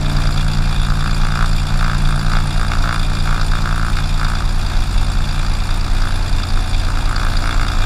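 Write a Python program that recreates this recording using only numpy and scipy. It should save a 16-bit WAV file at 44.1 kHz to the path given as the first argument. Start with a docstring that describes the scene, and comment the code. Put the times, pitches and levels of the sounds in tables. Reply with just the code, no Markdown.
"""Blades slap in uneven gusts over a droning exhaust: a six-cylinder light aircraft idles on an apron,
heard from under its own wing. Slaps are filtered clicks with torn-air noise, a crack and a ground echo.
The drone is a sum of sines on the engine-cycle orders; valve gear is resonant noise bursts at each firing.
Behind them lie filtered noise for the air rush and the wing's rumble, and faint high ticks."""
import sys
import numpy as np
from scipy import signal
from scipy.fft import rfft, irfft
from scipy.io import wavfile
from scipy.ndimage import map_coordinates

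SR = 44100
rng = np.random.default_rng(int(sys.argv[2]) if len(sys.argv) > 2 else 0)


def int16_out(signal):
    """Quantize to a 16-bit WAV file."""
    q = np.round(np.clip(np.atleast_2d(signal).T, -1, 1) * 32767)
    wavfile.write(sys.argv[1], SR, q.astype(np.int16))


N = 346185
T = np.arange(N) / SR


def undb(db):
    """Decibels to gain."""
    return 10 ** (np.asarray(db) / 20)


def unit(x):
    """Scale to rms 1."""
    return x / np.sqrt(np.mean(x ** 2))


def curves(table):
    """Interpolate each column after t/s to one value per sample."""
    t_s, *columns = np.transpose(table)
    return [np.interp(T, t_s, column) for column in columns]


def noise():
    """White noise, rms near 1."""
    return rng.standard_normal(N)


def walk(knots_per_s):
    """Smooth random control: cubic spline through normal knots, spread near 1."""
    knots = rng.standard_normal(2048)
    coarse_s = T[::64]
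    values = map_coordinates(knots, [coarse_s * knots_per_s], order=3, mode="wrap")
    return np.interp(T, coarse_s, values)


def colour(x, points):
    """Minimum-phase filter through (f/Hz, level/dB) points, output rms 1."""
    f_hz, level_db = np.transpose(points)
    size = 2 ** 11
    log_f = np.log(np.fft.rfftfreq(size, 1 / SR) + 1)
    log_gain = np.log(undb(np.interp(log_f, np.log(f_hz), level_db)))
    # fold the cepstrum to its causal half
    cepstrum = irfft(log_gain)
    cepstrum[1:size // 2] *= 2
    cepstrum[size // 2 + 1:] = 0
    impulse = irfft(np.exp(rfft(cepstrum)))
    return unit(signal.oaconvolve(x, impulse)[:N])


def resonate(x, modes):
    """Parallel two-pole peaks, each applied twice for steep skirts; output rms 1."""
    out = 0
    for f_hz, half_width_hz, level_db in modes:
        b, a = signal.iirpeak(f_hz, f_hz / (2 * half_width_hz), fs=SR)
        once = signal.lfilter(b, a, x)
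        out = out + undb(level_db) * signal.lfilter(b, a, once)
    return unit(out)


def pulses(times_s, sizes):
    """Clicks at fractional sample positions, each shared between two samples."""
    at = np.asarray(times_s) * SR
    inside = (at > 0) & (at < N - 2)
    at, sizes = at[inside], sizes[inside]
    i = at.astype(int)
    return np.bincount(i, sizes * (1 - at + i), N) + np.bincount(i + 1, sizes * (at - i), N)


def bursts(clicks, rise_s, decay_s):
    """Each click opens a noise puff that swells and decays; two one-pole lags shape it, rms 1."""
    envelope = clicks
    for lag_s in (rise_s, decay_s):
        envelope = signal.lfilter([1], [1, -np.exp(-1 / (lag_s * SR))], envelope)
    return unit(envelope * noise())


def moments(counts, firing):
    """Times in s at which the engine reaches these firing counts; outside the scene if never."""
    return np.interp(counts, firing, T, left=-1, right=T[-1] + 1)


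def specks(count=60, level_db=-58, spread_db=2.0):
    """Faint, sharp lone ticks in the high treble at random times."""
    sizes = undb(spread_db * np.clip(rng.standard_normal(count), -2, 2))
    clicks = pulses(rng.random(count) * T[-1], sizes)
    return undb(level_db) * colour(clicks, [(2000, -17), (7000, 1), (15000, 1)])


def wing(level_db=-21):
    """The propeller wash buffets the wing: noise excites its modes, strongest at the low ones."""
    # wing modes: f/Hz, half-width per pass/Hz, level/dB
    wing_modes = [(24.3, 0.82, 2), (44.7, 2.15, -5.5), (55, 5.5, -25), (98.2, 3.3, -21), (132, 21.5, -26.5),
                  (204.2, 22, -28.5), (257.5, 30.7, -36.5), (355, 64, -51)]
    return undb(level_db) * resonate(noise(), wing_modes)


def air_rush(firing, rush_db, swish=0.24, broad_db=3, hollow_db=-8):
    """Turbulent air behind the propeller: noise swells with each blade and rings a hollow resonance."""
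    # broadband rush spectrum: f/Hz, level/dB
    rush_colour = [(150, -8), (330, -3.5), (480, -10), (620, -1), (800, 0), (1050, 0), (1300, 0.5),
                   (1650, -1), (1950, -8.5), (2450, -5.5), (3050, -14.5), (3900, -8.5), (6300, -16.5),
                   (15000, -37)]
    swell = (1 + swish * np.cos(2 * np.pi * firing)) * undb(1.0 * walk(18))
    broad = colour(noise() * swell, rush_colour)
    hollow = resonate(noise() * swell, [(753, 47, -3.1), (869, 49, -0.39)])
    return undb(rush_db) * (undb(broad_db) * broad + undb(hollow_db) * hollow)


def valves(firing, clatter_db, count=462, scatter_db=3.5, loose_s=0.0009):
    """Valve gear knocks once a firing: noise puffs ring modes, with timing and voice per cylinder."""
    # cylinders in firing order: delay from the whole count/firings, relative clack, ring, tick/dB
    cylinders = [(-0.25, -3.5, -2.5, 10), (-0.18, -4, -1.5, 5), (-0.28, -6.5, -2, 5), (-0.13, -6, -3, -1),
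                 (-0.3, -3, 3.5, 6), (-0.094, -8, -4, 1)]
    # clack, ring and sizzle modes: f/Hz, half-width per pass/Hz, level/dB
    clack_modes = [(2150, 84, -5.5), (2435, 72, 2), (2632, 71, -2), (2780, 16, -0.5), (3440, 82, -6),
                   (3534, 111, 3.5), (3677, 59, 1.5), (3750, 220, -12)]
    ring_modes = [(3930, 210, -3), (4300, 140, -1), (4595, 220, 1.5), (4784, 120, 3), (5210, 170, -7),
                  (5620, 116, -8.5), (6860, 130, -12.5)]
    sizzle_modes = [(7470, 140, -0.5), (8300, 750, -2.5), (9100, 450, 0.5), (9760, 400, -4.5),
                    (10110, 270, -3)]
    # tick spectrum: f/Hz, level/dB
    tick_colour = [(2000, -20), (3200, -33), (4500, 8.5), (5600, 1.5), (6100, -15), (6600, -11),
                   (6900, 4.5), (7500, -0.5), (8200, -5.5), (10100, -4), (11600, -12), (12300, -11),
                   (13500, -14), (15500, -24)]

    n = np.arange(count)
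    delay, clack_db, ring_db, tick_db = np.array(cylinders)[n % len(cylinders)].T
    times_s = moments(n + delay, firing) + loose_s * rng.standard_normal(count)
    force_db = 0.31 * rng.standard_normal(count)  # common to all voices

    def knocks(voice_db, spread_db, rise_s, decay_s):
        """One puff a firing, each of its own strength."""
        chance = np.clip(rng.standard_normal(count), -2, 2)
        sizes = undb(voice_db + force_db + spread_db * chance)
        return bursts(pulses(times_s, sizes), rise_s, decay_s)

    clack = resonate(knocks(clack_db, scatter_db, 0.00048, 0.0092), clack_modes)
    ring = resonate(knocks(ring_db, scatter_db, 0.0015, 0.0043), ring_modes)
    tick = colour(knocks(tick_db, 1.0, 0.0004, 0.017), tick_colour)
    # wide, separate scatter: now and then a knock catches one bright mode
    sizzle = 0
    for mode in sizzle_modes:
        sizzle = sizzle + undb(mode[2]) * resonate(knocks(0, 8.9, 0.00024, 0.0066), [mode])
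    mix = undb(-3.5) * clack + undb(-5.5) * ring + undb(-7.5) * tick + undb(-14.5) * unit(sizzle)
    return undb(clatter_db) * mix


def exhaust(firing, waver_db=1.0, lumpy_rad=0.11):
    """Sines on orders of the six-firing cycle; level and phase wander as no two cycles burn alike."""
    # steady engine and propeller tones: order/(multiple of cycle rate), mean level/dB
    steady_orders = [(2, -21.5), (4, -26.5), (5, -34.5), (6, -38.5), (8, -49), (9, -25), (13, -41),
                     (14, -35), (18, -41), (22, -44), (23, -44.5), (24, -54.5), (26, -49.5), (27, -45),
                     (28, -64), (29, -51), (33, -51.5), (36, -48), (37, -52.5), (39, -53), (49, -52.5),
                     (57, -60), (60, -53.5), (78, -46), (108, -47.5)]
    # boom, and hum at five times the firing rate; only change from the peak is used: t/s, level/dB
    boom = [(0, -23.5), (.9, -23), (1.55, -25.5), (2.2, -21.5), (2.8, -28), (3.5, -27), (4.2, -30),
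            (5.0, -35.5), (5.35, -28.5), (6.0, -44), (7.3, -50.5), (7.85, -38)]
    hum = [(0, -32.5), (.25, -34), (.5, -43), (2.5, -40.5), (3.0, -38.5), (3.6, -45.5), (5.4, -48.5),
           (5.9, -41.5), (6.5, -42), (7.1, -39.5), (7.85, -36)]
    # orders tied to boom or hum: order (rounded for pitch), level at its peak/dB, share of its dB change
    # a negative share grows as the boom eases
    boom_orders = [(3, -17.5, 0.01), (10, -58, -0.46), (12, -42.5, -0.32), (15, -21.5, 1.),
                   (21, -31.5, 0.54)]
    hum_orders = [(30, -33.5, 1.09), (42, -44, 1), (54, -45, 0.74), (65.4, -40, 1.4), (72.2, -44, 0.7)]

    cycle = firing / 6
    lines = list(steady_orders)
    for table, orders in ((boom, boom_orders), (hum, hum_orders)):
        level_db, = curves(table)
        change_db = level_db - level_db.max()
        lines += [(order, db + share * change_db) for order, db, share in orders]
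    out = 0
    for order, db in lines:
        # equals lumpy_rad at order 20 and keeps growing above it
        wander = lumpy_rad * np.sqrt(order / 20) * walk(8.2)
        angle = 2 * np.pi * (round(order) * cycle + rng.random()) + wander
        out = out + np.sqrt(2) * undb(db + waver_db * walk(6)) * np.sin(angle)
    return out


def inflow(flutter_db=2.5, flutter_per_s=19, attack_s=0.017, release_s=0.038):
    """Slap level/dB and extra crack/dB: a fluttering breeze, overtaken by gusts crossing the propeller."""
    # light breeze between gusts: t/s, slap level before flutter/dB
    breeze = [(0, -39.5), (.4, -31), (.6, -36), (1.05, -30), (1.6, -35.5), (2.2, -31), (3.05, -34.5),
              (4.6, -39.5), (5.2, -37), (5.8, -41), (6.05, -32.5), (6.3, -42.5), (6.5, -34), (6.8, -43),
              (7.85, -29)]
    # gusts: start of full force t/s, hold/s, slap level/dB, extra crack/dB
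    gusts = [(1.236, 0.11, -27.5, 5), (1.353, 0.088, -24, -3), (1.694, 0.026, -29, -1),
             (1.811, 0.13, -24.5, 0), (2.23, .06, -30, 0), (2.307, 0.086, -25, 3), (2.597, 0.054, -25, 0),
             (2.713, .012, -22.5, 6), (2.843, .03, -24, -7), (2.881, .08, -23.5, 3), (3.265, .09, -25, 1),
             (3.375, 0.043, -26.5, -2), (3.517, 0.068, -25.5, -3), (3.645, 0.25, -26, -1.5),
             (3.965, 0.024, -26, 5), (4.202, 0.055, -25.5, 0), (4.29, 0.074, -27.5, 0),
             (4.406, 0.013, -29, 5), (5.019, 0.013, -30, 1), (5.374, 0.011, -30, -4),
             (5.426, 0.033, -31, 0), (5.685, 0.021, -29.5, 1), (6.88, .025, -29, -5),
             (6.964, .012, -26.5, 3), (7.086, .06, -27, 0), (7.16, 0.12, -26.5, 1),
             (7.329, 0.036, -29.5, 9), (7.436, 0.1, -25.5, 8), (7.595, .06, -26, 7), (7.68, 0.07, -28.5, 7)]
    breeze_db, = curves(breeze)
    force = undb(breeze_db + flutter_db * walk(flutter_per_s))
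    extra_crack_db = np.zeros(N)
    for start_s, hold_s, db, extra_db in gusts:
        shape = np.interp(T - start_s, [-attack_s, 0, hold_s, hold_s + release_s], [0, 1, 1, 0])
        gust = undb(db) * shape
        extra_crack_db = np.where(gust > force, extra_db, extra_crack_db)
        force = np.maximum(force, gust)
    return 20 * np.log10(force), extra_crack_db


def propeller(firing, count=460, sway_s=0.0001, clean_db=0.06, ragged_db=-12):
    """One blade slap a firing; inflow sets its force, hard slaps steepen into cracks, concrete echoes."""
    # slap and crack spectra: f/Hz, level/dB
    slap_colour = [(200, -29.5), (450, -18.5), (750, -11), (950, -8.5), (1035, 0), (1090, -6), (1150, 2),
                   (1330, 3.5), (1450, 2), (1620, 0), (1800, -9.5), (2000, -23), (3050, -25), (3600, -28),
                   (12000, -40)]
    crack_colour = [(500, -19), (900, 13), (1500, -10), (1950, -2), (2150, 11.5), (2650, 2), (2850, 8),
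                    (3000, -50), (3250, -27), (3400, 6.5), (4100, -4), (5600, -2), (6300, -24.5),
                    (12000, -27)]
    hard_slap_db, hard_crack_db, crack_growth = -21, -28.5, 2.1  # growth in dB per dB of slap
    echo_s, echo_db = 0.0087, -15.5

    slap_db, extra_crack_db = inflow()
    crack_db = hard_crack_db + crack_growth * (slap_db - hard_slap_db) + extra_crack_db
    swayed = firing + sway_s * np.gradient(firing, T) * walk(7)
    times_s = moments(np.arange(count), swayed) - 0.001
    sizes = undb(1.0 * rng.standard_normal(count))
    clicks = pulses(times_s, sizes) + undb(echo_db) * pulses(times_s + echo_s, sizes)
    # blade length spreads each slap over a few cycles: all-pass at 1330 Hz
    spread = clicks - 2 * signal.lfilter(*signal.iirpeak(1330, 2.6, fs=SR), clicks)
    clean = colour(spread, slap_colour)
    # trailing puff of torn air
    ragged = colour(bursts(clicks, 0.00024, 0.011), slap_colour)
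    slap = undb(slap_db) * (undb(clean_db) * clean + undb(ragged_db) * ragged)
    crack = undb(crack_db) * colour(-clicks, crack_colour)
    return slap + crack


def scene(start_firings=0.27):
    """Three firings and three blades pass in every crankshaft turn; one count drives both."""
    # engine speed: t/s, speed/rpm
    speed = [(0.0, 1151.2), (0.6, 1141.2), (1.1, 1147.0), (1.7, 1145.2), (2.3, 1143.4), (2.6, 1149.7),
             (3.6, 1150.6), (4.2, 1148.9), (4.8, 1149.9), (5.4, 1152.0), (5.8, 1154.2), (6.3, 1156.5),
             (7.1, 1153.5), (7.85, 1152.3)]
    # engine effort: t/s, clatter gain/dB, air rush gain/dB
    effort = [(0, -32, -33), (.5, -32.5, -35), (2.7, -32, -34.5), (4.0, -32.5, -35), (6.0, -33.5, -34.5),
              (6.9, -32.5, -35), (7.85, -32.5, -33.5)]
    rpm, = curves(speed)
    firing = start_firings + np.cumsum(3 * rpm / 60) / SR
    clatter_db, rush_db = curves(effort)
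    background = specks() + wing() + air_rush(firing, rush_db)
    engine = valves(firing, clatter_db) + exhaust(firing)
    return (background + engine + propeller(firing))[None]


def record(dry, top_hz=15300):
    """Steep elliptic low-pass ends the treble at top_hz."""
    return signal.sosfilt(signal.ellip(10, .2, 80, top_hz, fs=SR, output="sos"), dry)


dry = scene()
out = record(dry)
int16_out(out)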